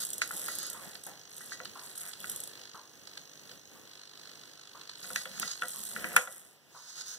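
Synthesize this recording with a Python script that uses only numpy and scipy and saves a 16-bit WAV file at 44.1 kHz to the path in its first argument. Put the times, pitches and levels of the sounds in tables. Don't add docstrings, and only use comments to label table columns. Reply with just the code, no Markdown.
import sys
import numpy as np
from scipy import signal
from scipy.fft import rfft, irfft, next_fast_len
from scipy.io import wavfile
from scipy.ndimage import map_coordinates

SR = 44100
rng = np.random.default_rng(int(sys.argv[2]) if len(sys.argv) > 2 else 0)


def digitize_waveform(pressure):
    field = np.atleast_2d(pressure).T
    bounded = np.clip(field, -1, 1)
    quanta = np.round(bounded * 32767).astype(np.int16)
    wavfile.write(sys.argv[1], SR, quanta)


N = 316638
TIME_S = np.arange(N) / SR


def amp(db):
    return 10 ** (np.asarray(db) / 20)


def unit(x):
    return x / np.sqrt(np.mean(x ** 2) + 1e-20)


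def along(points, hz):
    point_hz, values = np.transpose(points)
    return np.interp(np.log(hz + 1), np.log(point_hz + 1), values)


def curves(rows):
    knot_s, *columns = np.transpose(rows)
    return [np.interp(TIME_S, knot_s, column) for column in columns]


def wobble(rate):
    knots = rng.standard_normal(int(N * rate / SR) + 4)
    return map_coordinates(knots, [np.arange(N) * rate / SR])


def noise(spectrum, size=N):
    m = next_fast_len(size)
    colour = amp(along(spectrum, np.fft.rfftfreq(m, 1 / SR)))
    white = rfft(rng.standard_normal((2, m)))
    return unit(irfft(white * colour, m)[:, :size])


def fade(t, t60):
    return np.exp(-np.log(1000) * t / t60)


def add(track, s, sound):
    start = max(round(s * SR), 0)
    track[:, start:start + sound.shape[1]] += sound[:, :max(N - start, 0)]


def bursts(times, sizes, t60):
    places = np.clip(times * SR, 0, N).astype(int)
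    energy = np.bincount(places, sizes ** 2, N + 1)[:N]
    decay = fade(np.arange(SR // 10) / SR, t60) ** 2
    return unit(np.sqrt(np.abs(signal.fftconvolve(energy, decay)[:N])))


def contacts(rate, spread_db, t60):
    gaps, strengths = rng.standard_normal((2, 8000))
    times = np.cumsum(np.exp(.5 * gaps)) / rate
    return bursts(times, amp(spread_db * np.clip(strengths, -2, 2)), t60)


def ring(modes, t, scatter_db):
    ports = np.array([[1], [-1]]) * np.pi / 4
    total = 0
    for hz, db, t60 in modes:
        strength = amp(db + scatter_db * rng.standard_normal())
        total = total + strength * fade(t, t60) * np.sin(2 * np.pi * hz * t + ports)
    return total


def strikes(events, spectrum, rise, t60):
    sound, t = np.zeros((2, N)), np.arange(SR // 2) / SR
    for s, db in events:
        add(sound, s, amp(db) * (1 - fade(t, rise)) * fade(t, t60) * noise(spectrum, size=len(t)))
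    return sound


SPEED_LAW = 1.93


def swell(peak_s, rise_s, fall_s):
    t = TIME_S - peak_s
    phase = np.clip(np.maximum(-t / rise_s, t / fall_s), 0, 1)
    return np.abs(np.cos(np.pi / 2 * phase)) ** SPEED_LAW


# fastest_s, speeding_up_s, slowing_s, level_db
ARM_SHIFTS = [(.35, 1.1, 1.4, -57), (1.55, 0.46, 0.71, -59.5), (2.4, 0.35, 0.39, -54.5),
              (3.35, 1.1, 0.96, -62.5), (5.25, 1.7, 1.2, -64.5), (6.08, 0.28, 0.44, -60.5)]
# pitch_hz, level_db
CARPET_COLOUR = [(30, -33.5), (90, -5.5), (170, -3.5), (300, -1), (500, -2.5), (900, -11.5), (2000, -9.5),
                 (6000, -15.5)]
ARM_REST_DB = -66


def arm_on_carpet():
    rubbing = amp(ARM_REST_DB)
    for peak_s, rise_s, fall_s, db in ARM_SHIFTS:
        rubbing = rubbing + amp(db) * swell(peak_s, rise_s, fall_s)
    return rubbing * amp(1.0 + 2.3 * wobble(11)) * noise(CARPET_COLOUR)


# pitch_hz, level_db
AIR_COLOUR = [(25, -9), (60, -6), (150, 16.5), (300, -18.5), (700, 18), (1400, 12), (2500, 14),
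              (6000, 11.5), (11000, -6.5), (15000, -79)]
HUM_HZ, HUM_DB = 150, -78


def room_hush():
    hum = amp(HUM_DB) * np.sin(2 * np.pi * HUM_HZ * TIME_S)
    return hum + amp(-66.5) * noise(AIR_COLOUR)


# start_s, end_s, level_db, spin_up_s, case_ringing_against_gears_db
SERVO_MOVES = [(0, 0.039, -58, 0.0014, -30), (0.213, 0.242, -54.5, 0.0019, -9),
               (0.46, 0.689, -61.5, .002, -25), (1.506, 1.548, -62, 0.0024, -7),
               (5.027, 5.05, -62.5, .002, -16), (5.158, 5.161, -47.5, 0.0022, -3),
               (5.167, 5.22, -62.5, .006, -15), (5.257, 5.537, -59, 0.29, -7.5),
               (5.417, 5.426, -53, 0.0045, -6), (5.475, 5.48, -58.5, .003, -5.5),
               (5.512, 5.518, -58.5, .003, -12), (6.69, 7.176, -68, 0.14, -4),
               (6.946, 7.022, -61.5, 0.052, -11), (7.055, 7.148, -71.5, 0.003, 4)]
# pitch_hz, level_db
GEAR_COLOUR = [(150, -51), (900, -14), (1400, 0.5), (2000, -5.5), (2600, -11.5), (3300, -4.5), (4200, 5),
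               (4900, 6), (5900, -8.5), (6500, 8.5), (7300, -3.5), (8600, -9), (10000, -7.5), (15000, -27)]
# pitch_hz, level_db
WHIRR_COLOUR = [(3700, -26.5), (4120, -13), (4600, -30), (5100, -23), (5420, -9), (5750, -6), (6230, -4.5),
                (6700, -7), (7700, -33), (8340, -11), (9200, -22)]
TOOTH_HZ, TOOTH_SCATTER_DB, TOOTH_T60_S = 520, 2, .013
SURGE_DB, SURGE_HZ = 1.8, 110


def servo_run():
    gears, case = np.zeros((2, N))
    for start, end, db, spin_up, case_db in SERVO_MOVES:
        spinning = np.clip((TIME_S - start) / spin_up, 0, 1)
        stopping = np.clip((end - TIME_S) / 0.0051 + 1, 0, 1)
        gears += amp(db) * spinning * stopping
        case += amp(db + case_db) * spinning * stopping
    turns = np.cumsum(TOOTH_HZ * amp(1.3 * wobble(25))) / SR
    teeth = np.flatnonzero(np.diff(np.floor(turns))) / SR
    strengths = np.clip(rng.standard_normal(len(teeth)), -2, 1)
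    chatter = bursts(teeth, amp(TOOTH_SCATTER_DB * strengths), TOOTH_T60_S)
    surge_db = SURGE_DB * np.clip(wobble(SURGE_HZ), -2, 1)
    return amp(16.5 + surge_db) * chatter * (gears * noise(GEAR_COLOUR) + case * noise(WHIRR_COLOUR))


# start_s, scrape_db, squeak_db
HOLD_LOAD = [(0, -53.5, -81), (.9, -53.5, -55.5), (1.25, -55, -52.5), (1.7, -50.5, -53.5), (1.92, -52, -57),
             (2.2, -51.5, -61), (2.42, -50.5, -55), (2.65, -49.5, -53.5), (2.92, -58, -56),
             (3.4, -55, -53.5), (3.82, -58, -58), (3.88, -50.5, -58.5), (4.25, -49, -55),
             (4.65, -52, -56.5), (5.5, -48, -55)]
# time_s, extra_db
HARD_KICKS = [(.95, 15), (1.655, 13.5), (1.795, 9), (2.135, 10.5), (3.076, 12), (3.136, 7), (3.173, 17),
              (3.507, 16.5), (4.814, 8.5), (4.896, 7.5)]
# pitch_hz, level_db
CASE_COLOUR = [(700, -18.5), (1400, -3), (2000, -6.5), (2800, -7), (3450, -0.5), (3750, -6), (4130, 5),
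               (4800, -2), (6200, -11), (8500, -13), (14000, -32.5)]
FRAME_HZ, FIRST_PULSE_S, PULSE_JITTER_S = 50, .0157, .0004
REST_FROM_S = 6
TWITCH_S, SCRAPE_S, SQUEAK_S = .012, .0031, .0016
TICK_LOAD_DB, SCRAPE_SCATTER_DB, SQUEAK_SCATTER_DB = 1.4, .9, 2
SQUEAK_HZ, SQUEAK_FALL_HZ_PER_S = 6200, 420000
LOOSE_DB = -11


def servo_hold():
    scrape_db, squeak_db = curves(HOLD_LOAD)
    pulse = np.abs(np.round((TIME_S - FIRST_PULSE_S) * FRAME_HZ)).astype(int)
    kick_s = FIRST_PULSE_S + pulse / FRAME_HZ
    draws = np.clip(rng.standard_normal((pulse.max() + 1, 4)), -2, 2)
    late, strength, grip, pitch = draws[pulse].T
    u = TIME_S - kick_s + PULSE_JITTER_S * late
    twitch_db = sum(db * np.exp(-((kick_s - s) / TWITCH_S) ** 2) for s, db in HARD_KICKS)
    load_db = TICK_LOAD_DB * wobble(9)
    kick_db = twitch_db + load_db + SCRAPE_SCATTER_DB * strength
    kicks = unit(amp(kick_db) * np.exp(-(u / SCRAPE_S) ** 2))
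    rattle = amp(LOOSE_DB) * contacts(rate=300, spread_db=2, t60=.01)
    scrape = amp(scrape_db - 3.0) * np.hypot(kicks, rattle) * noise(CASE_COLOUR)
    phase = 2 * np.pi * (SQUEAK_HZ * (1 + .025 * pitch) * u - SQUEAK_FALL_HZ_PER_S * u ** 2 / 2)
    chirp = np.array([np.cos(phase), np.sin(phase)])
    squeak = unit(amp(SQUEAK_SCATTER_DB * grip) * np.exp(-(u / SQUEAK_S) ** 2) * chirp)
    return (scrape + amp(squeak_db - 7.5) * squeak) * (TIME_S < REST_FROM_S)


# fastest_s, speeding_up_s, slowing_s,
# shell_crackle_db, beam_rumble_db, track_rattle_db, shell_ticks_db
BALL_ROLLS = [(.01, 0.096, 0.14, -45, -55, -95, -30.5), (0.441, 0.22, 0.18, -44, -65.5, -63, -34.5),
              (.8, 0.24, 0.27, -57, -63, -64.5, -47), (1.481, 0.21, 0.073, -56, -66, -72, -39),
              (1.86, 0.13, 0.12, -57.5, -91, -70, -44), (2.049, 0.14, .11, -47.5, -63, -62.5, -53),
              (2.329, 0.2, 0.1, -51.5, -57, -67.5, -46), (5.15, 0.2, 0.15, -52, -59.5, -74, -38),
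              (5.439, 0.29, 0.099, -61, -53.5, -65, -58), (5.851, 0.4, 0.16, -49, -61, -75, -41),
              (6.12, 0.27, 0.11, -52.5, -47.5, -52.5, -34.5), (6.191, 0.027, 0.39, -55, -75, -66, -49.5)]
TICK_GAP_S, TICK_SCATTER_DB, TICK_SLOW_DB = .021, -2, 5


def shell_ticks(count=40):
    ticks = []
    for peak_s, rise_s, fall_s, *_, tick_db in BALL_ROLLS:
        gaps, strengths = rng.standard_normal((2, count))
        times = peak_s - rise_s + np.cumsum(TICK_GAP_S * np.exp(0.33 * gaps))
        slowness = np.interp(times - peak_s, [-rise_s, 0, fall_s], [1, 0, 1])
        levels = tick_db + TICK_SCATTER_DB * np.clip(strengths, -2, 2) - TICK_SLOW_DB * slowness
        ticks += [(s, db) for s, db in zip(times, levels) if 0 < s < peak_s + fall_s]
    return ticks


# time_s, level_db
SHELL_CLICKS = [(.0493, -24), (0.102, -29), (0.1319, -23), (0.18, -25), (0.216, -26.5), (0.2749, -32),
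                (0.312, -29), (0.366, -28), (0.552, -26.5), (0.5848, -21.5), (0.6288, -28), (0.6645, -28),
                (0.699, -26), (0.73, -28), (1.036, -33.5), (1.049, -38), (1.065, -31), (1.365, -34),
                (1.379, -31.5), (1.955, -34), (1.9755, -31), (2.2961, -21.5), (2.3157, -29), (2.36, -26),
                (2.4018, -26.5), (2.436, -27), (2.474, -31.5), (5.158, -36), (5.232, -37), (5.397, -25.5),
                (5.6817, -26), (5.704, -32), (6.1621, -12.5)]
# pitch_hz, level_db
SHELL_COLOUR = [(1000, -38), (2500, -29), (3300, -7), (4600, -15.5), (6800, -4), (7900, -2.5), (8800, 2.5),
                (9400, 3), (10200, -7.5), (11400, 5), (12300, -5.5), (13200, -8.5), (14800, -10.5),
                (15800, -29)]
SHELL_CLICK_DB, SHELL_CLICK_T60_S = -4, 0.021


def ball_clicks():
    t, clicks = np.arange(SR // 20) / SR, np.zeros((1, N))
    for s, db in SHELL_CLICKS + shell_ticks():
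        add(clicks, s + 0.0011, amp(db + SHELL_CLICK_DB) * fade(t, SHELL_CLICK_T60_S)[None])
    return clicks * noise(SHELL_COLOUR)


# pitch_hz, level_db, t60_s
BEAM_MODES = [(1410, 4, 0.027), (1137, -33, 0.11), (1268, -25, 0.11), (1367, -21, 0.056),
              (1450, -14.5, 0.057)]
# pitch_hz, level_db, t60_s
BEAM_UPPER_MODES = [(1644, 1.5, 0.016), (1575, -8.5, 0.047), (1754, -13, 0.037), (1942, -9.5, 0.15)]
# pitch_hz, level_db, t60_s
FRAME_MODES = [(193, -6, 0.082), (520, 0.5, 0.14), (609, -3, 0.13), (726, -1, 0.094), (976, -6.5, 0.11),
               (1132, -7.5, 0.12)]
HOPS_PER_S = 130


def hops():
    landed = rng.random(N) < HOPS_PER_S / SR
    landings = landed * rng.choice([-1, 1], N) * amp(2 * rng.standard_normal(N))
    t = np.arange(SR // 8) / SR
    modes = ring(BEAM_MODES + BEAM_UPPER_MODES, t, scatter_db=0.5)
    modes = modes + amp(-14) * ring(FRAME_MODES, t, scatter_db=7.5)
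    return unit(signal.fftconvolve(landings[None], modes, axes=1)[:, :N])


# pitch_hz, level_db
RUMBLE_COLOUR = [(30, -43), (70, -2.5), (120, -30.5), (150, 0), (172, -2.5), (197, 4), (225, 0), (280, -18),
                 (400, -12), (900, -19)]
# pitch_hz, level_db
TRACK_COLOUR = [(250, -36), (550, -12.5), (900, -9), (1450, -1.5), (1900, 5), (2600, -1), (4000, -31)]
HOP_DB = 5.5


def ball():
    shell, rumble, track = sum(amp(row[3:6])[:, None] * swell(*row[:3]) for row in BALL_ROLLS)
    crackle = contacts(rate=190, spread_db=3.6, t60=.012)
    sound = amp(5.5) * shell * crackle * noise(SHELL_COLOUR)
    sound += amp(2.5 + 2.5 * wobble(22)) * rumble * noise(RUMBLE_COLOUR)
    rattle = contacts(rate=90, spread_db=2, t60=.04)
    sound += track * (amp(4.5) * rattle * noise(TRACK_COLOUR) + amp(HOP_DB) * hops())
    return sound + ball_clicks()


# time_s,
# level_db, upper_modes_db, crack_db, low_ring_db, contact_s
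BEAM_BLOWS = [(0.2179, -20, -8, -8, -33, 0.0066), (0.2237, -33, 3, -25, -22, 0.004),
              (0.309, -28, -4.5, -25, -19, 0.0015), (0.4844, -26.5, 0.5, -14, -18, 0.0048),
              (1.408, -43.5, 10.5, -24, -23, 0.0063), (1.5203, -39, 14, -18, -14, 0.0049),
              (1.602, -33.5, -1, -15, -6, 0.0031), (2.243, -34, -3, -8, -16, 0.0023),
              (5.0428, -37, 0, -13, -8, 0.011), (5.1035, -31.5, -5, -19, -6.5, 0.0053),
              (5.1599, -23.5, 1.5, -8, -20, 0.016), (5.256, -35, -7, -9, -4, 0.003),
              (5.378, -39.5, -3, -14, -10, .005), (5.4294, -24.5, 0, -11.5, -18, 0.0075),
              (5.6209, -11.5, -14, -23, -25.5, 0.033), (5.6335, -22.5, -3, -21, -13, 0.0089),
              (5.9633, -26.5, -0.5, -15, -13, 0.0065), (6.0433, -28, 5, -7, -4.5, 0.0062),
              (6.138, -33, -2, -20, -2.5, 0.0068), (6.1649, -8, -8, -8.5, -18.5, 0.0039),
              (6.1685, -27, 0.5, -2, -14.5, .003), (6.1747, -17.5, -7, -12.5, -12.5, 0.0022),
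              (6.203, -33, -2, -18, -9.5, 0.0061), (6.274, -25.5, -4, -18.5, -12, 0.021)]
# pitch_hz, level_db
CRACK_COLOUR = [(200, -43), (600, 12), (1100, 3.5), (1500, 25), (2400, 25.5), (3000, 11), (4000, 10.5),
                (5000, 2.5), (7000, 9.5), (9000, -8), (15000, -9.5)]
BEAM_DETUNE, FRAME_DETUNE = .0094, .035


def knocks():
    sound, t = np.zeros((2, N)), np.arange(SR // 3) / SR
    for s, db, upper_db, crack_db, low_db, contact_s in BEAM_BLOWS:
        stretch = 1 + BEAM_DETUNE * np.clip(rng.standard_normal(), -1.5, 1.5)
        upper = amp(upper_db) * ring(BEAM_UPPER_MODES, t / stretch, scatter_db=1.5)
        modes = ring(BEAM_MODES, t * stretch, scatter_db=1) + upper
        beam = amp(-4.0) * modes * (1 - fade(t, contact_s))
        flex = 1 + FRAME_DETUNE * np.clip(rng.standard_normal(), -1.5, 1.5)
        frame = amp(low_db - 8) * (1 - fade(t, 0.03)) * ring(FRAME_MODES, t * flex, scatter_db=2)
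        snap = (1 - fade(t, .0015)) * fade(t, .016)
        crack = amp(crack_db + 10.5) * snap * noise(CRACK_COLOUR, size=len(t))
        add(sound, s, amp(db) * (beam + frame + crack))
    return sound


# time_s, level_db
WOOD_BUMPS = [(.322, -40), (.815, -40), (1.06, -37.5)]
# pitch_hz, level_db
WOOD_COLOUR = [(60, -19), (170, -2.5), (300, -7), (560, -1.5), (800, 0.5), (1200, -9.5), (1800, -4.5),
               (3000, -16.5)]


def soft_bumps():
    return amp(-7.0) * strikes(WOOD_BUMPS, WOOD_COLOUR, rise=0.038, t60=0.45)


# time_s, level_db
BOARD_THUDS = [(.345, -43), (.87, -47.5), (1.673, -48.5), (2.742, -50), (5.399, -43.5), (6.044, -41.5)]
# pitch_hz, level_db, t60_s
BOARD_MODES = [(198, 1.5, 0.068), (317, -3, 0.077)]


def board_thuds():
    sound, t = np.zeros((2, N)), np.arange(SR // 3) / SR
    for s, db in BOARD_THUDS:
        add(sound, s, amp(db) * (1 - fade(t, 0.015)) * ring(BOARD_MODES, t, scatter_db=1.5))
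    return sound


# time_s, level_db
CLOCK_TICKS = [(.745, -40), (1.755, -37), (2.744, -36.5), (3.748, -48), (4.748, -42), (5.742, -44.5),
               (6.746, -42)]
# pitch_hz, level_db
CLOCK_COLOUR = [(200, -18), (500, -9.5), (750, -11.5), (1020, 2), (1400, -3.5), (1700, -13.5),
                (3000, -26.5)]


def far_clock():
    return amp(-9.0) * strikes(CLOCK_TICKS, CLOCK_COLOUR, rise=0.0055, t60=0.4)


# time_s, level_db
HARD_TAPS = [(1.089, -48), (1.649, -45), (2.203, -38.5), (5.398, -27.5), (6.1639, -22)]
# pitch_hz, level_db
TAP_COLOUR = [(800, -5), (2000, -9), (3100, 7), (4200, -25.5), (6000, 2), (11000, 6), (15000, 0)]


def light_taps():
    return amp(9.0) * strikes(HARD_TAPS, TAP_COLOUR, rise=0.0017, t60=0.0083)


# time_s, level_db
LINK_PINGS = [(2.205, -42), (5.161, -44), (5.254, -38.5), (5.619, -34.5), (6.165, -27)]
# pitch_hz, level_db, t60_s
WIRE_MODES = [(2760, -3, .05), (3070, -3, 0.05), (3370, 5.5, 0.035)]


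def link_pings():
    sound, t = np.zeros((2, N)), np.arange(SR // 3) / SR
    for s, db in LINK_PINGS:
        add(sound, s, amp(db - 5) * (1 - fade(t, 0.0015)) * ring(WIRE_MODES, t, scatter_db=1))
    return sound


# pitch_hz, t60_s
ROOM_DECAY = [(150, 0.15), (600, 0.34), (2000, 0.18), (8000, 0.3), (15000, 0.058)]


def room(x):
    hz, t, z = signal.stft(rng.standard_normal((2, SR // 2)), SR, nperseg=256)
    tail = signal.istft(z * fade(t, along(ROOM_DECAY, hz)[:, None]), SR, nperseg=256)[1]
    tail = np.pad(tail, ((0, 0), (SR // 300, 0))) / np.linalg.norm(tail[0])
    return signal.fftconvolve(x, tail, axes=1)[:, :N]


def scene():
    background = arm_on_carpet() + room_hush()
    servo, rolling = servo_run() + servo_hold(), ball()
    blows = knocks() + board_thuds() + link_pings()
    wet = room(amp(-9) * servo + amp(-7) * rolling + amp(-12) * blows)
    small_sounds = soft_bumps() + far_clock() + light_taps()
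    return servo + rolling + blows + wet + small_sounds + background


# pitch_hz, level_db
COMB_LEAK = [(100, -6), (1200, -22), (2300, -20), (3400, -13), (4600, -12), (8000, -3), (13000, -6)]
# pitch_hz, level_db
SIDE_WIDTH = [(30, 2), (60, 0), (140, -13), (300, -10), (800, -10), (1600, -10), (2000, -5), (2400, 0),
              (2850, -4), (3400, 0), (15000, 0)]
# pitch_hz, left_minus_right_db
LEFT_LEAN = [(2450, 0), (2900, -3), (4500, -4), (7000, -3), (9000, -1), (15000, -1.5)]
COMB_HZ, TOP_HZ = 2290, 15800


def record(dry):
    m = next_fast_len(N + SR // 4)
    hz = np.fft.rfftfreq(m, 1 / SR)
    left, right = rfft(dry, m)
    alike = .8 / (1 + (hz / 600) ** 4)
    total = left + right
    difference = np.sqrt(1 - alike ** 2) * (left - right) + 1j * alike * total
    angle, leak = np.pi * hz / COMB_HZ, amp(along(COMB_LEAK, hz))
    sum_gain = np.sin(angle) ** 2 + leak
    difference_gain = (np.cos(angle) ** 2 + leak) * amp(along(SIDE_WIDTH, hz))
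    scale = np.hypot(sum_gain, difference_gain) * np.sqrt(2)
    mid = sum_gain * total / scale
    side = difference_gain * difference / scale
    lean = amp(along(LEFT_LEAN, hz) / 2)
    wide = np.clip(irfft([(mid + side) * lean, (mid - side) / lean], m), -1, 1)
    return irfft(rfft(wide) / (1 + (hz / TOP_HZ) ** 80), m)[:, :N]


dry = scene()
out = record(dry)
digitize_waveform(out)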